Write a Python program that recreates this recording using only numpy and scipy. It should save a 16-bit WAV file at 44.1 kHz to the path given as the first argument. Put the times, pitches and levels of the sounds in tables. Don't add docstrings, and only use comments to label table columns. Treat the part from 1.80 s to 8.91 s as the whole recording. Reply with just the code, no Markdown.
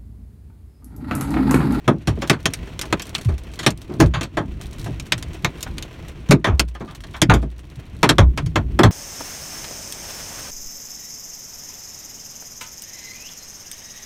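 import sys
import numpy as np
from scipy import signal
from scipy.fft import rfft, irfft
from scipy.io import wavfile
from scipy.ndimage import uniform_filter1d, minimum_filter1d

SR = 44100
rng = np.random.default_rng(int(sys.argv[2]) if len(sys.argv) > 2 else 0)


def transcribe(u):
    v = np.clip(np.atleast_2d(u).T, -1, 1)
    q = np.round(v * 32767).astype(np.int16)
    wavfile.write(sys.argv[1], SR, q)


N = 313551
HIT_SIZE, BLOW_S = 16384, .02
LN_1000 = np.log(1000)

# (frequency [Hz], gain [dB])
BODY_EQ = [(90, 0.5), (150, -1), (200, -3), (340, 0.5), (460, -4), (800, -3), (1300, 1.5), (2000, 3.5),
           (4200, 3.5), (6500, 2.5), (9000, -0.5), (12000, -5.5), (15500, -16.5)]
# (time [s], level [dB], tilt [dB/octave], mid arch [dB], nominal t60 [s], panel mode [Hz])
STONE_HITS = [(0.077, -22, -9.5, 0, 0.099, 1260), (0.271, -29, -6, -3.5, 0.11, 750),
              (0.374, -61.5, -12, -13.5, 0.052, 390), (0.418, -31.5, -6.5, 2.5, 0.11, 558),
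              (0.496, -12.5, -5.5, 1.0, 0.067, 2614), (0.527, -29.0, -7, 8.5, 0.096, 1490),
              (0.655, -20, -4.5, 1.5, 0.064, 7500), (0.735, -37, -0.5, -2.5, 0.058, 6050),
              (0.991, -41, -2.6, -3.5, 0.04, 4150), (1.012, -39, -0.6, -2.5, 0.065, 3870),
              (1.03, -41.5, -7.2, 8, 0.091, 1753), (1.125, -25, -6.9, 4.5, 0.056, 2530),
              (1.195, -39, -4, 9, 0.06, 3160), (1.219, -51.5, 2.4, -0.5, 0.064, 4510.0),
              (1.349, -32, -1, 18, 0.049, 3480), (1.38, -49.5, -4.5, -5, 0.082, 2300.0),
              (1.485, -43.5, -8, -1.0, 0.12, 382.5), (1.789, -39, -4, 0.5, 0.11, 1980),
              (1.829, -40, -5, 5, 0.12, 3000.0), (1.862, -12.5, -5, 1.0, 0.072, 3660),
              (1.904, -44, -0.5, -5, 0.06, 6270.0), (2.09, -47.5, -10.5, -5, 0.21, 361),
              (2.2, -10.5, -7, -3, 0.1, 325), (2.336, -17.5, -6.5, 17.5, 0.16, 1060),
              (2.409, -27.5, -5.5, -0.5, 0.077, 4280.0), (2.429, -31, -4.5, -2, 0.09, 2610),
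              (2.569, -21.0, -9, 7.5, 0.11, 693), (3.058, -42, -8, -2, 0.12, 692),
              (3.197, -44, -1, 6, 0.053, 6610.0), (3.32, -22.0, -3, 10.5, 0.056, 3090),
              (3.425, -46.5, -2, 1, 0.05, 3540), (3.645, -25.0, -5.5, 7.5, 0.068, 2120),
              (3.827, -49, 1, -6, 0.062, 3000), (3.862, -44.5, -9, 21, 0.081, 1465),
              (3.981, -47.0, -2, 2.5, 0.046, 2350), (4.024, -50, 2.9, 13.5, 0.052, 3550),
              (4.486, -35.5, -8, -0.5, 0.21, 3120), (4.508, -7, -6, -6, 0.075, 620),
              (4.642, -12, -7, 14, 0.12, 1873), (4.666, -22, -9.5, 7, 0.14, 1260),
              (4.794, -15.5, -3.16, -1, 0.057, 4440), (4.949, -38, -7.5, 12.5, 0.097, 1228),
              (5.003, -40.5, -10, 0.5, 0.14, 2330), (5.073, -39.5, -7.1, 20, 0.22, 1195),
              (5.236, -43.5, -5.5, 7.5, 0.077, 4250), (5.339, -34, -7, 25, 0.14, 2290),
              (5.416, -18, -4.5, -5, 0.062, 330.4), (5.496, -4.5, -8.5, 14, 0.099, 1414),
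              (5.537, -23, -6.5, -7.5, 0.094, 1210), (5.625, -43, -9, -9.5, 0.092, 658),
              (6.229, -8.5, -7, 6, 0.09, 956), (6.29, -8.5, -4.5, 0.5, 0.066, 3215),
              (6.382, -7, -7.5, 6.5, 0.085, 559), (6.574, -22.5, -6, 5.5, 0.081, 2310),
              (6.66, -44.5, -4, -8, 0.074, 357), (6.756, -17.5, -7.5, 7, 0.082, 2096),
              (6.989, -15.5, -8.5, 2, 0.1, 361), (7.032, -8, -7, 3.5, 0.087, 1045.0)]


def stones(spread_s=0.002358, rise_s=0.0034, bass_ring_s=0.041, lag_s=.001, direct_db=-13, snap_db=6):
    t, hz = np.arange(HIT_SIZE) / SR, np.fft.rfftfreq(HIT_SIZE, 1 / SR)
    centres = 125 * 2 ** np.arange(0, 7.1, .5)
    bands = np.cos(np.pi / 2 * np.clip(2 * np.log2((hz + 1) / centres[:, None]), -1, 1))
    width_khz = np.sum(bands ** 2, axis=1) * hz[1] / 1000
    slowness = np.sqrt(1000 / centres)[:, None]
    out = np.zeros(N)
    for s, db, tilt, arch, ring, mode_hz in STONE_HITS:
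        spectrum = stone_spectrum(db, tilt, arch)
        far = ring / 0.09985
        phase = 4 * np.pi * spread_s * far * np.sqrt(1000 * hz) + 2 * np.pi * hz * lag_s
        attack = undb(tone_db(spectrum, hz) + snap_db * hz / (hz + 4000)) * hz / (hz + 100)
        direct = irfft(attack * np.exp(-1j * phase)) * SR * np.sqrt(BLOW_S / 2000)
        add(out, s, undb(direct_db) / max(far, .5) ** 1.26 * direct[:HIT_SIZE // 2])
        t60 = ring * (2 * slowness ** 2) ** 0.18 + bass_ring_s * slowness ** 2 / 4
        swell = 1 - np.exp(-t / (rise_s * far ** 2 * slowness))
        modes = spot_spectrum(HIT_SIZE, ripple_db=4, width_hz=70)
        tail = irfft(bands * modes) * swell * np.exp(-LN_1000 * t / t60)
        tail *= np.sqrt(BLOW_S * SR * width_khz / np.sum(tail ** 2, axis=1))[:, None]
        add(out, s + lag_s, undb(tone_db(spectrum, centres)) @ tail)
        mode_db = tone_db(spectrum, mode_hz) - 4 + 0.19 * min(arch, 10)
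        mode_t60 = 0.68 * ring * (1500 / mode_hz) ** (1 / 3)
        add(out, s + lag_s, undb(mode_db) * panel_mode(mode_hz, mode_t60))
    return colour(out, BODY_EQ)


HIT_REGISTERS = [260, 950, 3300, 9000]


def stone_spectrum(db, tilt, arch, pivot_hz=1784, arch_octaves=2.62, even_tilt=-6.5):
    octaves = np.log2(np.array(HIT_REGISTERS) / pivot_hz)
    thump, knock, crack, spray = db + tilt * octaves - arch * (octaves / arch_octaves) ** 2
    glassy_db = 3.3 * np.tanh((tilt - even_tilt) / 2)
    return list(zip(HIT_REGISTERS, (thump, knock - glassy_db, crack + glassy_db, spray)))


def panel_mode(hz, t60, attack_s=0.0066):
    t = np.arange(HIT_SIZE // 2) / SR
    ring = np.sin(2 * np.pi * hz * t) * (1 - np.exp(-t / attack_s)) * np.exp(-LN_1000 * t / t60)
    return ring * np.sqrt(BLOW_S * SR / np.sum(ring ** 2))


def spot_spectrum(size, ripple_db, width_hz):
    bins = size // 2 + 1
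    peaks = wander(size / width_hz, bins)
    return undb(ripple_db * np.clip(peaks, -2, 2)) * np.exp(2j * np.pi * rng.random(bins))


# (frequency [Hz], t60 [s], gain [dB])
CABIN_MODES = [(58.14, 0.49, 14.5), (159.9, 0.17, 3)]
# (time [s], level [dB], settling pitch [Hz], swell [s])
ROOF_BOOMS = [(0.068, -24, 110.8, .035), (0.275, -5.5, 76.6, 0.018), (0.499, -14, 100, 0.019),
              (0.653, -12.5, 99, 0.011), (1.456, -7.5, 64.9, 0.024), (1.862, -10, 99, 0.017),
              (2.197, 5, 76, 0.011), (2.239, 5, 65, 0.015), (2.336, -4.5, 97, 0.017),
              (2.574, -19.5, 89, 0.031), (3.03, -14, 101, .014), (3.101, -20, 101, 0.02),
              (3.329, -22, 106.3, 0.024), (3.64, -15, 111, 0.0096), (4.495, 5.5, 110, 0.015),
              (4.678, -1, 60.2, 0.03), (5.419, -12, 110, 0.027), (5.491, 8, 77, 0.018),
              (5.97, -20.5, 79.5, 0.011), (6.239, -5, 132, 0.017), (6.293, -1.5, 111, 0.0067),
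              (6.381, 8, 62.4, 0.025), (6.632, -5, 99, 0.018), (6.763, -6.5, 65.6, 0.018),
              (7.032, 6.5, 85, 0.019)]


def roof(start_hz=148.3, glide_s=0.032, gain_db=-2):
    t, booms = np.arange(HIT_SIZE) / SR, np.zeros(N)
    for s, db, settle_hz, swell_s in ROOF_BOOMS:
        hz = settle_hz + (start_hz - settle_hz) * np.exp(-t / glide_s)
        age = t / swell_s
        envelope = (age * np.exp(1 - age)) ** 0.86
        beating = 1 + .42 * (wander(150, HIT_SIZE) + 1j * wander(150, HIT_SIZE))
        wave = np.imag(beating * np.exp(2j * np.pi * np.cumsum(hz) / SR))
        add(booms, s, undb(db) * envelope * wave)
    air = np.zeros(N)
    for hz, t60, db in CABIN_MODES:
        q = np.pi * hz * t60 / LN_1000
        air += undb(db) * signal.lfilter(*signal.iirpeak(hz, q, SR), booms)
    return undb(gain_db) * (booms + air)


# (frequency [Hz], gain [dB])
SPLINTER_EQ = [(300, -13.5), (1200, -6.5), (3500, -4.5), (7000, -10), (10000, -12.5), (15500, -22.5)]
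# (time [s], level [dB])
SPLINTER_HITS = [(0.475, -17), (1.737, -26.5), (2.261, -14), (2.931, -24), (3.533, -27.5), (1.055, -23.5),
                 (1.255, -28), (1.412, -23.5), (1.448, -24.5), (1.5806, -25), (2.8132, -16), (2.984, -23.5),
                 (3.044, -19), (3.2664, -28), (3.38, -19), (3.8074, -22), (4.2833, -27), (4.8859, -24),
                 (5.1495, -18.5), (5.2058, -25.5), (5.7923, -24)]


def splinters(t60=0.076, snap=1.47, chip_db=16, gain_db=6):
    (sleet_level,) = fader_gains(SLEET_FADER)
    out = undb(chip_db) * sleet_level * shower(per_s=8.6, scatter_db=4.5, t60=t60, snap=snap)
    for s, db in SPLINTER_HITS:
        add(out, s, undb(db) * tick(t60, snap))
    return undb(gain_db) * colour(out, SPLINTER_EQ)


def tick(t60, snap, snap_s=0.00044):
    t = np.arange(HIT_SIZE // 4) / SR
    modes = unit_rms(irfft(spot_spectrum(len(t), ripple_db=4.5, width_hz=300)))
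    return modes * (np.exp(-LN_1000 * t / t60) + snap * np.exp(-t / snap_s)) / (1 + snap)


def shower(per_s, scatter_db, t60, snap, spots=14):
    ticks, out = [tick(t60, snap) for _ in range(spots)], np.zeros(N)
    gaps, weights = rng.exponential(size=(1500, 2)).T
    for k, (s, weight) in enumerate(zip(np.cumsum(gaps) / per_s, weights)):
        if s < N / SR:
            add(out, s, undb(scatter_db * min(weight, 2)) * ticks[k % spots])
    return out


# (frequency [Hz], gain [dB])
SLEET_EQ = [(500, -20.5), (2000, -8), (4000, 9.5), (7000, -1.5), (10000, 0), (15500, -10)]
# (time [s], level [dB])
SLEET_FADER = [(0, -71), (.5, -48), (1.1, -70), (1.35, -43), (1.6, -58.5), (2, -47), (2.6, -63.5), (3, -44),
               (3.3, -60), (3.8, -55), (4.3, -68.5), (5.2, -48.5), (7.1, -63)]


def sleet():
    (level,) = fader_gains(SLEET_FADER)
    grains = shower(per_s=50, scatter_db=8.5, t60=0.058, snap=2.5)
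    return level * unit_rms(colour(grains, SLEET_EQ))


# (frequency [Hz], gain [dB])
WASH_EQ = [(200, 11), (350, 13.5), (480, 8), (800, 2), (1500, 0), (2600, 2), (3600, -5.5), (5000, -10.5),
           (8000, -19), (15000, -25.5)]
# (frequency [Hz], gain [dB])
RUMBLE_EQ = [(15, -18.5), (30, -1.5), (42, 0.5), (62, 5.5), (90, 0), (150, -2.5), (220, -12), (340, -13),
             (500, -36.5), (1200, -63)]
# (time [s], wash and patter level [dB], rumble level [dB])
STORM_FADERS = [(0, -49.5, -35.5), (.8, -36, -26), (1.4, -46, -37), (2.6, -40.5, -25), (3.6, -42.5, -31.5),
                (4.5, -47.5, -35), (5.3, -46.5, -29.5), (6.1, -42, -30), (6.35, -43, -13.5),
                (7.1, -43.5, -20)]


def storm(wash_db=-2, patter_db=-0.5, rumble_db=-1):
    outside_level, rumble_level = fader_gains(STORM_FADERS)
    wash = unit_rms(colour(rng.standard_normal(N) * undb(1.1 * wander(25, N)), WASH_EQ))
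    patter = unit_rms(colour(shower(per_s=75, scatter_db=4.5, t60=.11, snap=.1), WASH_EQ))
    rumble = unit_rms(colour(rng.standard_normal(N) * undb(2.5 * wander(22.93, N)), RUMBLE_EQ))
    outside = undb(wash_db) * wash + undb(patter_db) * patter
    return outside_level * outside + rumble_level * undb(rumble_db) * rumble


# (frequency [Hz], width [Hz], gain [dB])
GLASS_RESONANCES = [(667, 84, 3.5), (936, 56, 1), (1026, 47, 5), (1450, 25, 2.5), (1730, 50, -3),
                    (2430, 62, -3), (2830, 93, -2), (3200, 60, 2), (4934, 530, -6), (5750, 920, 2.5),
                    (8450, 570, 2), (10400, 490, -4.5)]


def colour(x, eq):
    hz = np.fft.rfftfreq(HIT_SIZE, 1 / SR)
    glass_db = sum(lift / (1 + (2 * (hz - f) / width) ** 2) for f, width, lift in GLASS_RESONANCES)
    cepstrum = irfft(np.log(undb(tone_db(eq, hz) + glass_db)))
    cepstrum[1:] *= 2 * (np.arange(1, HIT_SIZE) < HIT_SIZE // 2)
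    impulse = irfft(np.exp(rfft(cepstrum)))
    return signal.fftconvolve(x, impulse)[:len(x)]


def tone_db(eq, hz):
    f, db = np.transpose(eq)
    return np.interp(np.log(np.maximum(hz, 1)), np.log(f), db)


def fader_gains(rows):
    s, *columns = np.transpose(rows)
    return [undb(np.interp(np.arange(N) / SR, s, db)) for db in columns]


def wander(rate, size):
    k = max(int(SR / rate), 1)
    steps = np.repeat(rng.standard_normal(size // k + 1), k)
    return np.sqrt(2) * uniform_filter1d(uniform_filter1d(steps, k), k)[:size]


def undb(db):
    return 10 ** (np.asarray(db) / 20)


def unit_rms(x):
    return x / np.sqrt(np.mean(x ** 2) + 1e-20)


def add(out, s, sound):
    i = int(np.clip(s * SR, 0, N - 1))
    out[i:i + len(sound)] += sound[:N - i]


def gain_control(x, threshold_db=-15.5, ratio=1.953, detector_s=0.0092, release_db_per_s=10):
    power = uniform_filter1d(x[0] ** 2, int(detector_s * SR))
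    over_db = 10 * np.log10(np.maximum(power, 1e-12)) - threshold_db
    wanted_db = np.maximum(over_db, 0) * (1 - 1 / ratio)
    release_db = release_db_per_s * np.arange(N) / SR
    held_db = np.maximum.accumulate(np.maximum(wanted_db + release_db, 2))
    return x * undb(release_db - held_db)


def scene():
    return (stones() + roof() + splinters() + sleet() + storm())[None]


def record(dry, ceiling=0.91, limiter_samples=89, top_hz=16000):
    ridden = gain_control(dry)
    allowed_gain = np.minimum(1, ceiling / (np.abs(ridden) + 1e-9))
    gain = uniform_filter1d(minimum_filter1d(allowed_gain, limiter_samples), limiter_samples)
    lowpass = signal.ellip(10, .2, 80, top_hz, fs=SR, output="sos")
    return signal.sosfilt(lowpass, ridden * gain)


dry = scene()
out = record(dry)
transcribe(out)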